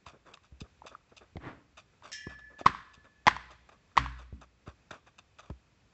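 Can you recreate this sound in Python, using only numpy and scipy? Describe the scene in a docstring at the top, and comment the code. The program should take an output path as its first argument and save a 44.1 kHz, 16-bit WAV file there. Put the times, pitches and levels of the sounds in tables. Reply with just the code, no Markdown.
"""Young horse in a pen

A young horse shifts about a dirt pen: hooves thud on the soil, tap, scuff through grit and kick up dirt.
Three sharp knocks land on the metal fence panels, which hum and rattle; once a steel fitting clinks.
The yard answers with a far slap and a thin tail of echo, over quiet outdoor air."""
import sys
import numpy as np
from scipy import signal
from scipy.fft import rfft, irfft, next_fast_len
from scipy.io import wavfile
from scipy.ndimage import map_coordinates

SR = 44100
rng = np.random.default_rng(int(sys.argv[2]) if len(sys.argv) > 2 else 0)


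def inscribe(sig):
    """Save sig as 16-bit PCM at rate SR to the path in sys.argv[1].

    A 1-D sig is mono; a 2-D sig holds one channel per row.
    Samples are clipped to [-1, 1] before scaling.
    """
    pcm = np.round(np.clip(np.atleast_2d(sig).T, -1, 1) * 32767)
    wavfile.write(sys.argv[1], SR, pcm.astype(np.int16))


N = 261513


def amp(db):
    """Turn decibels into a volume multiplier."""
    return 10 ** (np.asarray(db) / 20)


def fade(t, fade_s):
    """Die away by 60 dB every fade_s seconds."""
    return amp(-60 * t / fade_s)


def unit(x):
    """Scale x to an average strength (rms) of 1."""
    return x / np.sqrt(np.mean(x ** 2) + 1e-20)


def along(points, hz):
    """Read between the rows of a (pitch_hz, value) table, on a musical pitch scale."""
    pitches, values = np.transpose(points)
    return np.interp(np.log(hz + 1), np.log(pitches + 1), values)


def seconds(length_s):
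    """The time of each sample."""
    return np.arange(int(length_s * SR)) / SR


def add(track, start_s, x):
    """Mix x into the track at start_s."""
    start = max(0, round(start_s * SR))
    track[start:start + len(x)] += x[:max(0, N - start)]


def filtered(x, response):
    """Turn each pitch in x up or down by response(hz)."""
    size = next_fast_len(len(x) + 8192)
    return irfft(rfft(x, size) * response(np.fft.rfftfreq(size, 1 / SR)), size)[:len(x)]


def wobble(size, per_s):
    """A smooth curve through per_s random points a second."""
    return map_coordinates(rng.standard_normal(2048), [np.arange(size) * per_s / SR], mode="wrap")


def noise(tone, size, grain_db=0):
    """Noise shaped by a tone table; grain_db clumps it into grains about a millisecond long."""
    clumps = np.tanh(wobble(size, 1000))
    grainy = rng.standard_normal(size) * amp(grain_db * clumps)
    return unit(filtered(grainy, lambda hz: amp(along(tone, hz))))


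# the tone of outdoor air: pitch_hz, level_db
AIR_TONE = [(15, -43.5), (25, -16), (58, 6.5), (80, 5), (351, -8.5), (709, -11.5), (840, -12.5),
            (1120, -13), (2380, -15.5), (2540, -11), (2700, -18), (4810, -21.5), (6750, -24), (7620, -24.5),
            (8200, -46), (10700, -70), (18000, -120)]


def air():
    """Quiet outdoor air whose level drifts a little."""
    return amp(-67.5 + .99 * wobble(N, 4)) * noise(AIR_TONE, N, grain_db=.5)


# how long the yard echoes: pitch_hz, fade_s
YARD_FADES = [(100, 0.43), (500, .5), (1500, 0.68), (4000, 1), (8000, 0.2)]


def yard_echo(x):
    """Trees and sheds scatter the sound back as a thin tail."""
    hz, t, bands = signal.stft(rng.standard_normal(SR), SR, nperseg=256)
    tail = signal.istft(bands * fade(t, along(YARD_FADES, hz)[:, None]), SR, nperseg=256)[1]
    return amp(-25) * signal.fftconvolve(x, tail / np.linalg.norm(tail))[:N]


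# steel touching steel: start_s, level_db
STEEL_TOUCHES = [(2.118, -46.5), (2.129, -41.5)]
# the notes the steel rings with: pitch_hz, level_db, fade_s
STEEL_NOTES = [(1729.4, -2.5, 2.7), (1883, -11.5, 1.1), (1960, -8.5, 1.2), (2350, -10.5, 0.89),
               (2470, -9.5, 0.61), (2850, -6.5, 0.5), (3160, -9, 0.67), (3224, -10.5, 0.51),
               (3733, -7.5, 0.15), (4020, -19, 0.52), (4496, -31, .55), (5100, -15, 0.32),
               (5270, -8.5, 0.4), (5300, -8.5, 0.38), (5300, -5.5, 0.49), (5400, -8.5, 0.67),
               (5800, -11.5, 0.27), (6870, -5.5, 0.095), (7550, -25, .4), (7530, -10, 0.22)]
# the tone of its jingle: pitch_hz, level_db
JINGLE_TONE = [(900, -30), (1500, -14.5), (1800, 2), (2400, -4.5), (3300, -5), (4300, -5.5), (5200, -3.5),
               (5800, 0), (6900, -5), (7700, -13.5), (8300, -10)]


def clinks():
    """A loose steel fitting jingles; its notes flutter as it keeps chattering against the rail."""
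    out, t = np.zeros(N), seconds(2)
    for start_s, level_db in STEEL_TOUCHES:
        strike, jangle = 1.2 * fade(t, .053), .6 * fade(t, .37)
        ring = noise(JINGLE_TONE, len(t), grain_db=2) * (strike + jangle)
        for hz, note_db, fade_s in STEEL_NOTES:
            steady = .4 * np.exp(2j * np.pi * rng.random())
            flutter = .36 * (wobble(len(t), 85) + 1j * wobble(len(t), 85))
            note = np.real((steady + flutter) * np.exp(2j * np.pi * hz * t))
            ring += amp(note_db) * fade(t, fade_s) * note
        add(out, start_s, amp(level_db) * ring)
    return out


# the tones of falling clods and of sand: pitch_hz, level_db
CLOD_TONE = [(40, -10), (120, 10), (200, 1), (290, 8.5), (400, -5), (600, -4), (1000, -50)]
SAND_TONE = [(300, -1.5), (600, -4.5), (1200, -1.5), (1900, -5.5), (2600, -16), (3600, -21), (4500, -28.5),
             (8000, -42)]


def dirt_spray(start_s=1.392, rise_s=.081):
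    """Kicked-up dirt patters down: dull clods and a wash of sand swell together and die away."""
    out, t = np.zeros(N), seconds(.5)
    swell = np.minimum(t / rise_s, 1) ** 1.23
    since_peak = np.maximum(t - rise_s, 0)
    clods = amp(-45) * fade(since_peak, .43) * noise(CLOD_TONE, len(t), grain_db=11)
    sand = amp(-43) * fade(since_peak, .31) * noise(SAND_TONE, len(t), grain_db=3.5)
    add(out, start_s, swell * (clods + sand))
    return out


def hoof_hollow(x, pitch_hz=1260, bounce=.68):
    """Sound bounces in the hollow under a hoof; its note sinks as the gap opens."""
    t = np.arange(len(x)) / SR
    round_trip = lambda hz: bounce * np.exp(-2j * np.pi * hz / pitch_hz) / (1 + (hz / 7500) ** 2)
    ringing = filtered(x, lambda hz: 1 / (1 - round_trip(hz)))
    speed = .82 + .18 * np.exp(-t / .08)  # slowing down lowers the pitch
    return unit(map_coordinates(ringing, [np.cumsum(speed)]))


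# the tones of shoved soil, a scraping hoof and scattered grit: pitch_hz, level_db
SOIL_TONE = [(40, -13.5), (130, -4.5), (300, -0.5), (550, 0), (900, -18), (2000, -53.5)]
SCRAPE_TONE = [(300, -30), (490, -13), (630, 3), (800, -1), (1150, -8.5), (1700, -2.5), (2500, -19.5),
               (4500, -36.5)]
GRIT_TONE = [(1500, -20.5), (2200, -20), (2750, 7), (4300, -4), (5600, -7), (7000, -6), (8200, -13)]


def scuff(length_s, level_db, depth):
    """A dragged hoof scatters grit (depth 0), scrapes (about halfway) or shoves soil (depth 1)."""
    t = seconds(.5)
    share = lambda loudest_depth: amp(-33 * (depth - loudest_depth) ** 2)
    bite = 1 - np.exp(-(t / (.23 * length_s)) ** 2)
    stroke = 1.3 * bite * np.exp(-(t / (.97 * length_s)) ** 1.9)
    settle = bite * amp(-12.5) * fade(t, .09)  # loose dirt coming to rest
    soil = share(1) * noise(SOIL_TONE, len(t), grain_db=5)
    scrape = share(.55) * hoof_hollow(noise(SCRAPE_TONE, len(t), grain_db=4))
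    grit = share(.02) * hoof_hollow(noise(GRIT_TONE, len(t), grain_db=9))
    return amp(level_db) * (stroke * soil + (stroke + settle) * (scrape + grit))


# hooves scuffing dirt: start_s, length_s, level_db, depth (0 to 1)
HOOF_SCUFFS = [(0.056, .047, -51, 0.34), (0.128, .035, -55, 1), (0.246, .085, -56, 0.63),
               (.334, .017, -51, 0.056), (0.426, 0.041, -64, 0.33), (.602, .016, -47.5, 0.017),
               (.634, .035, -61, .9), (.835, .025, -54.5, 0.91), (0.859, .029, -48.5, 0.2),
               (.904, .045, -57.5, 0.65), (1.113, .018, -56, 1), (1.162, .025, -53, 0.017),
               (1.204, .037, -56, .72), (1.767, .034, -52.5, 0.27), (2.023, .075, -52, 0.43),
               (2.287, .045, -54, 0.42), (2.382, 0.028, -62.5, .42), (2.493, .05, -61, .85),
               (2.583, .03, -48.5, .38), (2.931, 0.029, -59, 0.147), (3.039, .03, -57.5, 0.62),
               (3.498, .035, -54.5, 0.46), (3.688, .012, -54, .55), (3.71, .04, -59, .6),
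               (4.18, .045, -54.5, 0.48), (4.408, .03, -52.5, 0.45), (4.659, .042, -51, 0.53),
               (4.906, 0.012, -41.5, 0.41), (4.914, .05, -51, 0.55), (5.061, .03, -58.5, 0.47),
               (5.181, .016, -52, 0.27), (5.383, .024, -51, .35), (5.415, 0.07, -62, .45),
               (5.498, 0.0081, -47.5, 0.96)]


def scuffs(shuffles_per_s=.78):
    """Hooves drag through the dirt, with faint shifts of weight at random times."""
    out = np.zeros(N)
    for start_s, length_s, level_db, depth in HOOF_SCUFFS:
        add(out, start_s, scuff(length_s, level_db, depth))
    shuffles = rng.random((int(shuffles_per_s * N / SR), 2))
    for k, (offset, depth) in enumerate(shuffles):
        add(out, (k + offset) / shuffles_per_s, scuff(length_s=.025, level_db=-71, depth=depth))
    return out


# the tone of a dull crunch, as of crushed soil: pitch_hz, level_db
CRUSH_TONE = [(40, -14), (130, -11), (290, 2.5), (400, 2), (520, -6), (900, -20), (2000, -50.5)]


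def push(start_hz, fade_s, rest_hz=63, sink_s=.0034):
    """A dull push whose pitch sinks quickly; a faster blow starts higher and crunches more."""
    t = seconds(.25)
    pitch_hz = rest_hz + (start_hz - rest_hz) * np.exp(-t / sink_s)
    thump = -np.sin(2 * np.pi * np.cumsum(pitch_hz) / SR) * fade(t, fade_s)
    crush_shape = amp(-12) * fade(t, .067) * (1 - np.exp(-t / .0005))
    return thump + start_hz / 330 * crush_shape * noise(CRUSH_TONE, len(t))


# dull thuds of hooves landing on soil, and one low bump of the fence panel:
# start_s, level_db, start_pitch_hz, fade_s
DULL_THUDS = [(0.068, -46.5, 202, .11), (.523, -43.5, 170, .19), (.616, -33.5, 330, .1),
              (1.3576, -28.5, 260, .025), (1.3692, -35, 260, .12), (2.269, -33, 330, .075),
              (2.6126, -36.5, 560, .03), (2.691, -37, 380, .08), (2.978, -47.5, 220, .04),
              (4.327, -34, 169.2, .12), (4.678, -36, 300, .1), (4.912, -44, 350, .065),
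              (5.5014, -32, 330, 0.16)]


def thuds():
    """The soil, or once the fence panel, gives under a blow; soft ground gives for longer."""
    out = np.zeros(N)
    for start_s, level_db, start_hz, fade_s in DULL_THUDS:
        add(out, start_s, amp(level_db) * push(start_hz, fade_s))
    return out


# the tone of a hoof's sharp crack: pitch_hz, level_db
CRACK_TONE = [(300, -22.5), (540, -32), (820, -1), (1100, 8.5), (1450, -7.5), (1900, 10.5), (2600, -4.5),
              (3400, -3.5), (4500, -8), (6500, -15), (8000, -27.5)]


def hoof_hit(pitch_hz, ring_db, crack_db):
    """One hard touch makes the hoof ring for a moment under a brief crack."""
    t = seconds(.1)
    ring = np.sin(2 * np.pi * pitch_hz * t) * fade(t, .012) * (1 - np.exp(-(t / .0014) ** 2))
    crack_fade = fade(t, .0089) + amp(-14.5) * fade(t, .055)
    crack = noise(CRACK_TONE, len(t)) * crack_fade * (1 - np.exp(-t / .0002))
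    return amp(ring_db) * ring / np.abs(ring).max() + amp(crack_db) * crack


# light hoof taps: start_s, ring_db, pitch_hz, crack_db
HOOF_TAPS = [(0.065, -40, 1020, -46), (.373, -49.5, 1130, -51.5), (.819, -39, 910, -60),
             (.855, -41, 587, -80), (0.868, -58, 1310, -41.5), (.9498, -34, 1250, -60),
             (1.3681, -36.5, 720, -41), (2.023, -47, 990, -55), (2.2695, -44, 1050, -48),
             (2.6125, -34, 720, -42), (3.31, -32, 1760, -31), (4.912, -55, 1190, -41),
             (5.5005, -42.5, 1000, -46.5)]


def taps():
    """A hoof lightly touches something hard."""
    out = np.zeros(N)
    for start_s, ring_db, pitch_hz, crack_db in HOOF_TAPS:
        add(out, start_s, hoof_hit(pitch_hz, ring_db, crack_db))
    return out


# blows that shake the fence panels: start_s, hum_db, rumble_db, rattle_db
PANEL_BLOWS = [(2.291, -51.5, -57.5, -53), (2.666, -51.5, -48.5, -31.5), (3.282, -43.5, -48, -31.5),
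               (3.978, -30, -43.5, -30.5), (4.331, -61, -52.5, -73)]
# the low notes of a bending panel: pitch_hz, level_db, fade_s
PANEL_NOTES = [(60.3, -2.5, 1), (126, -6.5, 0.53), (213, -20, 0.3), (276, -10, 0.32), (398, -19, 0.099)]
# the tones of its rumble and its rattling joints: pitch_hz, level_db
RUMBLE_TONE = [(40, -12), (90, 4), (170, 5), (290, 0), (390, -18), (520, -40)]
RATTLE_TONE = [(200, -9.5), (550, -16), (800, -10), (1100, -3.5), (1600, 3.5), (2100, -5.5), (2320, -7),
               (2600, -8.5), (3300, -12.5), (4500, -17), (5200, -20.5), (8000, -29.5)]


def panels():
    """A struck panel bends back and forth, humming and rumbling while its loose joints rattle."""
    out, t = np.zeros(N), seconds(.89)
    rise = 1 - np.exp(-t / .0065)
    ticks_per_s = 90
    for start_s, hum_db, rumble_db, rattle_db in PANEL_BLOWS:
        hum = sum(amp(db) * fade(t, fade_s) * np.sin(2 * np.pi * hz * t)
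                  for hz, db, fade_s in PANEL_NOTES)
        rumble = noise(RUMBLE_TONE, len(t), grain_db=-.5) * fade(t, .43)
        # single ticks of the joints stand out of the dense chatter
        clicks = (rng.random(len(t)) < ticks_per_s / SR) * rng.uniform(-1, 1, len(t))
        ticks = unit(filtered(clicks, lambda hz: amp(along(RATTLE_TONE, hz))))
        chatter = noise(RATTLE_TONE, len(t)) * amp(.89 * np.tanh(wobble(len(t), 120)))
        rattle_tail = (1.1 * chatter + .5 * ticks) * amp(-9) * fade(t, .52)
        rattle = chatter * fade(t, .08) + rattle_tail
        shake = amp(hum_db) * hum + amp(rumble_db) * rumble + amp(rattle_db) * rattle
        add(out, start_s, shake * rise)
    return out


# a hoof striking the fence, three quick touches each time:
# start_s, gap_s, first_db, second_db, third_db, first_pitch_hz, crack_db, push_db, slap_db
FENCE_KNOCKS = [(2.659, 0.004, -23.5, -3, -14.5, 985, -12, -16, -27.5),
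                (3.268, 0.0061, -11, -13, -5, 870, -7.5, -19, -22.5),
                (3.9693, .0064, -26.5, -6, -27.5, 985, -9.5, -27.5, -22.5)]


def knocks(slap_delay_s=.0848):
    """The hoof brushes the dirt, then chatters against the fence with the leg's weight behind it."""
    out = np.zeros(N)
    for start_s, gap_s, *touches_db, first_hz, crack_db, push_db, slap_db in FENCE_KNOCKS:
        add(out, start_s - .013, scuff(length_s=.012, level_db=-52.5, depth=.65))
        add(out, start_s + gap_s / 2, amp(push_db) * push(start_hz=300, fade_s=.023))
        for k, touch_db in enumerate(touches_db):
            touch_s = start_s + k * gap_s
            pitch_hz = first_hz * 1.09 ** k  # higher as the hoof closes on the rail
            touch = hoof_hit(pitch_hz, touch_db, crack_db + .42 * touch_db)  # even light touches crack
            add(out, touch_s, touch)
            if touch_db == max(touches_db):  # a far wall slaps back the hardest touch
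                add(out, touch_s + slap_delay_s, amp(slap_db) * touch)
    return out


def scene():
    """Horse and fence in the open yard, in one channel."""
    near = knocks() + taps() + thuds() + scuffs() + dirt_spray() + panels() + clinks()
    return (air() + near + yard_echo(near))[None]


def record(dry):
    """Round off the loudest peaks and cut the treble above top_hz."""
    peak_limit, top_hz = .72, 8000
    rounded = dry / (1 + (dry / peak_limit) ** 4) ** (1 / 4)
    return np.array([filtered(x, lambda hz: 1 / np.sqrt(1 + (hz / top_hz) ** 120)) for x in rounded])


dry = scene()
out = record(dry)
inscribe(out)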